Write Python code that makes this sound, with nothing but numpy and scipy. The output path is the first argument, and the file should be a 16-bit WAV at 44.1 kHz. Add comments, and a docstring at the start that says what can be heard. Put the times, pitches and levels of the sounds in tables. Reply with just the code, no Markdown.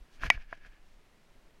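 """A low rumble of air comes first, as a hand-held camera is swung round on a snowy woodland trail.
Something rubs and knocks on its plastic case, and the swing shoves the microphone into low thumps.
A hard part snaps once, sharply, with a second contact just after and a faint chatter.
The handling dies away within a second, leaving a faint hiss of wind over the soft rumble."""
import sys
import numpy as np
from scipy import signal
from scipy.fft import rfft, irfft
from scipy.io import wavfile

SR = 44100
rng = np.random.default_rng(int(sys.argv[2]) if len(sys.argv) > 2 else 0)


def generate_wav(sig):
    """Save sig (samples, or channels by samples) to the path in sys.argv[1] as 16-bit PCM at SR."""
    pcm = np.round(np.clip(np.atleast_2d(sig).T, -1, 1) * 32767).astype(np.int16)
    wavfile.write(sys.argv[1], SR, pcm)


N = 70560
TIME = np.arange(N) / SR


def from_db(db):
    """Decibels to gain."""
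    return 10 ** (np.asarray(db) / 20)


def unit_rms(x):
    """Scale to rms 1."""
    return x / np.sqrt(np.mean(x ** 2) + 1e-20)


def envelope(rows):
    """Gain over time from rows of t/s, level/dB."""
    return from_db(np.interp(TIME, *np.transpose(rows)))


def coloured(noise, spectrum):
    """EQ a steady noise with rows of f/Hz, level/dB, then scale to rms 1."""
    hz, db = np.transpose(spectrum)
    bins_hz = np.maximum(np.fft.rfftfreq(N, 1 / SR), 1)
    eq = from_db(np.interp(np.log(bins_hz), np.log(hz), db))
    return unit_rms(irfft(rfft(noise) * eq, N))


def band(x, low_hz, high_hz, order=2):
    """High-pass, then low-pass."""
    for hz, kind in ((low_hz, "high"), (high_hz, "low")):
        x = signal.sosfilt(signal.butter(order, hz, kind, fs=SR, output="sos"), x + 1e-18)
    return x


def softened(x, band_hz):
    """A soft contact wakes only one band of the modes."""
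    return signal.sosfilt(signal.butter(2, band_hz, "band", fs=SR, output="sos"), x + 1e-18)


def struck(start, modes):
    """Decaying sines of alternating sign, set off by one blow."""
    age = np.maximum(TIME - start, 0)
    ring = 0
    for k, (hz, db, t60) in enumerate(modes):
        decay = np.exp(-np.log(1000) * age / t60)
        ring += (-1) ** k * from_db(db) * decay * np.sin(2 * np.pi * hz * age)
    return ring


# swells of air on the microphone: t/s, level/dB
RUMBLE_ENVELOPE = [(0, -49), (0.09, -66), (0.17, -55.5), (0.25, -39), (0.34, -49), (0.47, -47.5),
                   (0.53, -57), (0.63, -54), (0.70, -46.5), (0.78, -58), (0.94, -53.5), (1.1, -64.5),
                   (1.28, -62.5), (1.4, -52), (1.6, -56.5)]
# their sub-heavy tone: f/Hz, relative level/dB
RUMBLE_EQ = [(5, -13), (14, 1.5), (25, -9), (45, -18), (80, -32.5), (160, -43.5), (400, -68.5)]


def air_rumble():
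    """Air rumbles on the moving microphone."""
    return envelope(RUMBLE_ENVELOPE) * coloured(rng.standard_normal(N), RUMBLE_EQ)


# the wind bed: t/s, level/dB
HISS_ENVELOPE = [(0, -65.5), (0.25, -67.5), (0.45, -71.5), (0.75, -68.5), (1.05, -66.5), (1.37, -66),
                 (1.6, -66.5)]
# its broad tone, rolling off toward the top: f/Hz, relative level/dB
HISS_EQ = [(35, -33), (60, -1.5), (138, -1.5), (214, -2.5), (302, -3.5), (469, -5.5), (1630, -12.5),
           (2010, -11.5), (12800, -30.5), (15000, -35.5)]


def wind_hiss():
    """Wind lays a faint, nearly even hiss under everything."""
    return envelope(HISS_ENVELOPE) * coloured(rng.standard_normal(N), HISS_EQ)


# shoves on the microphone: t/s, level/dB, f/Hz
SHOVES = [(0.019, -41.5, 28), (0.242, -29, 24), (0.251, -39, 110), (0.283, -33, 55), (0.350, -38.5, 70),
          (0.374, -33.5, 36)]


def thumps():
    """Each shove is one smooth swing of pressure with a rebound on either side."""
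    pressure = 0
    for centre, db, hz in SHOVES:
        phase_squared = (np.pi * hz * (TIME - centre)) ** 2
        pressure += from_db(db) * (1 - 2 * phase_squared) * np.exp(-phase_squared)
    return pressure


# strength of the rubbing on the case: t/s, level/dB
RUB_ENVELOPE = [(0, -97), (0.09, -75.5), (0.15, -69.5), (0.19, -65.5), (0.222, -43.5), (0.266, -38.5),
                (0.292, -57.5), (0.325, -47.5), (0.352, -48.5), (0.38, -62.5), (0.42, -56.5), (0.465, -72),
                (0.525, -54), (0.595, -68.5), (0.662, -57), (0.705, -71), (0.73, -64), (0.85, -80.5)]
# its hollow plastic tone: f/Hz, relative level/dB
RUB_EQ = [(100, -6), (230, -7.5), (450, -16), (700, -12.5), (850, -16.5), (1250, -12.5), (1520, -6.5),
          (1680, 1.5), (1960, -10.5), (2350, -6), (3300, -16), (3900, -21), (4500, -19), (6500, -25.5),
          (8000, -38.5), (12200, -37), (15500, -50.5)]


def rubbing(slips_per_s=1500, spread_db=2, smooth_share=0.37, fade_db_per_s=30):
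    """Tiny slips and smooth friction, coloured by the case; brighter when harder, then fading out."""
    sizes = from_db(spread_db * np.minimum(rng.exponential(1, N), 3)) * rng.choice([-1, 1], N)
    slips = unit_rms(sizes * (rng.random(N) < slips_per_s / SR))
    texture = np.sqrt(1 - smooth_share) * slips + np.sqrt(smooth_share) * rng.standard_normal(N)
    friction = coloured(texture, RUB_EQ)
    tail_s = np.maximum(TIME - RUB_ENVELOPE[-1][0], 0)
    strength = envelope(RUB_ENVELOPE) * from_db(-fade_db_per_s * tail_s)
    treble = signal.sosfiltfilt(signal.butter(2, 6000, "high", fs=SR, output="sos"), friction)
    brightness = (strength / strength.max()) ** 0.32   # 0.32 dB more treble per dB of strength
    return strength * (friction - treble + treble * brightness)


def crackle(peak_ticks_per_s=160):
    """Under firm rubbing, fibres catch now and then and let go with tiny bright ticks."""
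    strength = envelope(RUB_ENVELOPE)
    caught = rng.random(N) < peak_ticks_per_s * strength / strength.max() / SR
    sizes = rng.choice([-1, 1], N) * rng.uniform(0.2, 1, N)
    ticks = sizes * caught * np.sqrt(SR / peak_ticks_per_s)
    return from_db(-19) * strength * band(ticks, low_hz=5000, high_hz=11000)


# short bright brushes and ticks, including the snapping part's rebound: t/s, level/dB, half length/s
LIGHT_TOUCHES = [(0.15, -68, 0.032), (0.24, -53, 0.0027), (0.3100, -47, .0006), (0.552, -69, 0.0037),
                 (0.575, -70, 0.0011), (0.666, -69.5, 0.0092), (0.90, -78, 0.094)]
# their crisp tone: f/Hz, relative level/dB
TOUCH_EQ = [(1200, -16), (3000, 5), (5800, 3), (8200, -7), (10300, -9), (15000, -20.5)]


def brushes_and_ticks():
    """Each light touch is a short, bright swell of noise; the briefest sound as ticks."""
    swells = sum(from_db(db) * np.exp(-((TIME - centre) / half_s) ** 2)
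                 for centre, db, half_s in LIGHT_TOUCHES)
    return swells * coloured(rng.standard_normal(N), TOUCH_EQ)


# dull hits on the case: t/s, level/dB, low cut/Hz, high cut/Hz
CASE_HITS = [(0.2335, -15.5, 959.8, 1920), (0.3747, -39.5, 150, 2000), (0.5266, -23.5, 90, 2310),
             (0.574, -31.5, 100, 330), (0.6472, -40, 1350, 2580)]
# the ring of the case: f/Hz, relative level/dB, t60/s
CASE_RING = [(210, -19.5, 0.013), (670, -11, 0.031), (1030, -11.5, .022), (1377, -4, 0.0088),
             (1680, -3, .016), (1894, -7.5, .013), (2130, -13, .01), (2500, -18.5, .016)]


def knocks():
    """Soft blows ring the case, each filtered to its own dullness."""
    return sum(from_db(db) * band(struck(start, CASE_RING), low_hz, high_hz, order=4)
               for start, db, low_hz, high_hz in CASE_HITS)


# the ring of the snapping part: f/Hz, level/dB, t60/s
PART_RING = [(215, -24, .012), (692, -25.5, .035), (702.5, -5, .0081), (978, 2, .0032),
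             (1250, -12.5, .0067), (1902, -10, 0.056), (1956, -4.5, .0224), (2271, -13, 0.071),
             (2460, -7.5, 0.011), (3030, -9, .0079), (3780, -20.5, .0119), (4682, -23.5, .01),
             (5284, -25.5, .013), (6353, -24.5, 0.0085)]
# the short, bright top of its crack: f/Hz, level/dB, t60/s
CRACK_RING = [(4950, -42, .04), (6150, -34.5, .013), (7240, -34, .007), (8320, -33, .008),
              (9200, -31, 0.0066), (10600, -36.5, .007), (12400, -41, .006), (14000, -39, .007)]
# its faint after-taps: t/s, relative level/dB
CHATTER_TAPS = [(0.3094, -28), (0.3455, -34.5), (0.3545, -37.5)]


def snap(snap_s=0.30140, seat_s=0.30371):
    """A bright crack rings the hard part; a softer contact follows as it seats, then a faint chatter."""
    crack = struck(snap_s, PART_RING) + struck(snap_s, CRACK_RING)
    seat = from_db(-4.2) * softened(struck(seat_s, PART_RING), band_hz=(1263, 2265))
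    taps = sum(from_db(db) * struck(start, PART_RING) for start, db in CHATTER_TAPS)
    return crack + seat + softened(taps, band_hz=(2100, 3200))


def scene():
    """A mono mix with everything right at the microphone, in open air without echo."""
    handling = thumps() + rubbing() + crackle() + brushes_and_ticks() + knocks() + snap()
    return (air_rumble() + wind_hiss() + handling)[None]


def record(dry, cutoff_hz=15900):
    """A steep high cut takes off the very top."""
    return signal.sosfilt(signal.ellip(10, 0.1, 80, cutoff_hz, fs=SR, output="sos"), dry)


dry = scene()
out = record(dry)
generate_wav(out)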